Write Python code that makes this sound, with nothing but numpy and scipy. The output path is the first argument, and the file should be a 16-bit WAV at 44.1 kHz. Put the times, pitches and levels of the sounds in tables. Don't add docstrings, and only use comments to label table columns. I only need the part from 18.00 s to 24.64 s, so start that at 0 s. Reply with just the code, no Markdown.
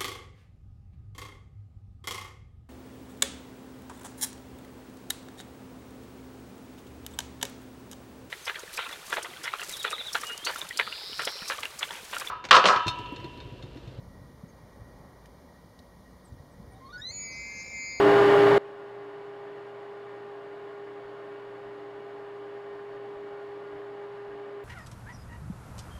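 import sys
import numpy as np
from scipy.fft import rfft, irfft, next_fast_len
from scipy.io import wavfile
from scipy.ndimage import map_coordinates

SR = 44100
rng = np.random.default_rng(int(sys.argv[2]) if len(sys.argv) > 2 else 0)


def unload_audio(sound):
    columns = np.transpose(np.atleast_2d(sound))
    steps = np.round(np.clip(columns, -1, 1) * 32767)
    wavfile.write(sys.argv[1], SR, steps.astype(np.int16))


N = 292824

BLADE_HZ, DRIFT_HZ, BLADE_COUNT = 405.4, 0.21, 9
DROP_AT_S, DROP_DB, TOP_HZ = .581, 25.5, 15750


def amp(db):
    return 10 ** (np.asarray(db) / 20)


def unit(x):
    return x / np.sqrt(np.mean(x ** 2) + 1e-20)


def along(points, hz):
    freqs, values = np.transpose(points)
    return np.interp(np.log(hz + 1), np.log(freqs + 1), values)


def wobble(rate):
    knots = rng.standard_normal(int(N * rate / SR) + 4)
    return map_coordinates(knots, [np.arange(N) * rate / SR])


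def filtered(x, response):
    size = next_fast_len(N + SR // 2)
    return irfft(rfft(x, size) * response(np.fft.rfftfreq(size, 1 / SR)), size)[:N]


def noise(colour_db):
    return unit(filtered(rng.standard_normal(N), lambda hz: amp(colour_db(hz))))


def blades(phase, level_db=-43.5, swell_db=2, swell_at_s=4.16, swell_s=0.49):
    # multiple of the blade tone, level in dB, flutter depth in dB.
    overtones = [(2, -58, 2), (3, -74.5, 3), (4, -77.5, 4.5), (7, -77.5, 0), (11, -90.5, 5.5)]
    swell = np.clip((np.arange(N) / SR - swell_at_s) / swell_s, 0, 1)
    tone = amp(level_db + swell_db * swell + 0.2 * wobble(24)) * np.sin(phase)
    for multiple, db, flutter_db in overtones:
        shaken = multiple * phase + 0.17 * wobble(20) + rng.uniform(0, 2 * np.pi)
        tone += amp(db + flutter_db * wobble(22)) * np.sin(shaken)
    return np.sqrt(2) * tone


def hum_and_whines(hum_hz=120, hum_db=-64, growth_db=3.2, settle_s=.8, waver_db=1.4):
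    # pitch in Hz, level in dB.
    whines = [(450.6, -67), (691, -67.5), (976, -74), (1050.6, -64.5), (1096, -71), (1501.6, -71),
              (1622, -74), (1836, -75.5), (3429, -84.5), (3741, -87.5), (4172, -90.5), (6729, -100),
              (8800, -102), (8920, -104), (9042, -107), (15678, -107)]
    t = np.arange(N) / SR
    mains = 2 * np.pi * hum_hz * t
    settling_db = hum_db - growth_db * np.exp(-t / settle_s)
    hum = np.sin(mains) + amp(-10.5) * np.sin(2 * mains)
    tones = amp(settling_db + waver_db * wobble(6.3)) * hum
    for hz, db in whines:
        wander = .3 * np.sqrt(hz / 1000) * wobble(4) + rng.uniform(0, 2 * np.pi)
        tones += amp(db + 1.1 * wobble(9)) * np.sin(2 * np.pi * hz * t + wander)
    return np.sqrt(2) * tones


def housing(hz):
    # centre in Hz, width in Hz, boost or cut in dB.
    bands = [(194.4, 36, -6), (260, 51, -10), (295.2, 16.6, 14.5), (345.3, 13, -5.5), (486.6, 46, -6.5),
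             (539, 21, -5.5), (643, 22, -3), (740, 80, -6), (970, 43, -1.5), (1107, 25, 2.5),
             (1182, 67, 5.5), (1327, 59, -2.5), (1420, 23, 6), (1690, 25, -4.5), (1699, 48, 5),
             (1817, 120, 5), (2041, 25, 6.5), (2074, 33, -5), (2275, 50, 6), (2326, 59, -4.5),
             (2973, 240, 4), (3140, 76, -5), (3410, 48, 5), (4140, 44, 4), (4600, 120, 3), (5100, 300, 2),
             (5990, 602, -4.5), (6750, 150, 6)]
    return sum(db * np.exp(-(2 * (hz - centre) / width) ** 2) for centre, width, db in bands)


def walls(hz, depth_db=2.5, decay_s=0.046):
    t = np.arange(SR // 4) / SR
    echoes = rng.standard_normal(len(t)) * np.exp(-t / decay_s)
    ripple = np.interp(hz, np.arange(SR // 2 + 1), unit(rfft(echoes, SR).real))
    return depth_db * ripple * hz / (hz + 600) / (1 + (hz / 9500) ** 2)


def airflow(phase, level_db=-48.0):
    # frequency in Hz, relative level in dB.
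    air_colour = [(10, -36), (30, -22), (100, -19.5), (150, -7), (260, -5.5), (380, -2), (650, 0),
                  (1150, -8.5), (1900, -12.5), (2500, -20), (3200, -22.5), (6000, -39), (12000, -49.5),
                  (15700, -56)]
    rush = noise(lambda hz: along(air_colour, hz) + housing(hz) + walls(hz))
    shaft_pulse = 1 + 0.034 * np.sin(phase / BLADE_COUNT)
    return amp(level_db + 0.13 * wobble(3.0) + 0.21 * wobble(25)) * rush * shaft_pulse


def bumps(rise_s=.012, faint_from_s=3.3, faint_per_s=2.5, faint_db=-65.5, scatter_db=2):
    # time of the peak in seconds, peak level in dB.
    clear = [(3.059, -55), (3.659, -56), (4.939, -63), (5.169, -56), (5.329, -59), (5.489, -61),
             (5.734, -54), (5.769, -53), (6.289, -56), (6.344, -56)]
    # frequency in Hz, relative level in dB.
    thud_colour = [(12, -25), (30, -4), (55, 1.5), (110, -1), (180, -6), (300, -25), (900, -71)]
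    t = np.arange(N) / SR
    slots = np.arange(faint_from_s, N / SR, 1 / faint_per_s)
    faint = [(s + rng.uniform() / faint_per_s, faint_db + scatter_db * rng.normal()) for s in slots]
    out = np.zeros(N)
    for peak_s, db in list(clear) + faint:
        age = np.maximum((t - peak_s) / rise_s + 1, 0)
        thud = noise(lambda hz: along(thud_colour, hz)) * age * np.exp(-age)
        out += amp(db) * thud / (np.abs(thud).max() + 1e-20)
    return out


def scene():
    phase = 2 * np.pi * np.cumsum(BLADE_HZ + DRIFT_HZ * wobble(1.1)) / SR
    return (blades(phase) + hum_and_whines() + airflow(phase) + bumps())[None]


def record(dry):
    loud = np.interp(np.arange(N) / SR, [DROP_AT_S - .001, DROP_AT_S], [1, 0])
    gain = 1 + loud * (amp(DROP_DB) - 1)
    return filtered(dry[0] * gain, lambda hz: hz < TOP_HZ)[None]


dry = scene()
out = record(dry)
unload_audio(out)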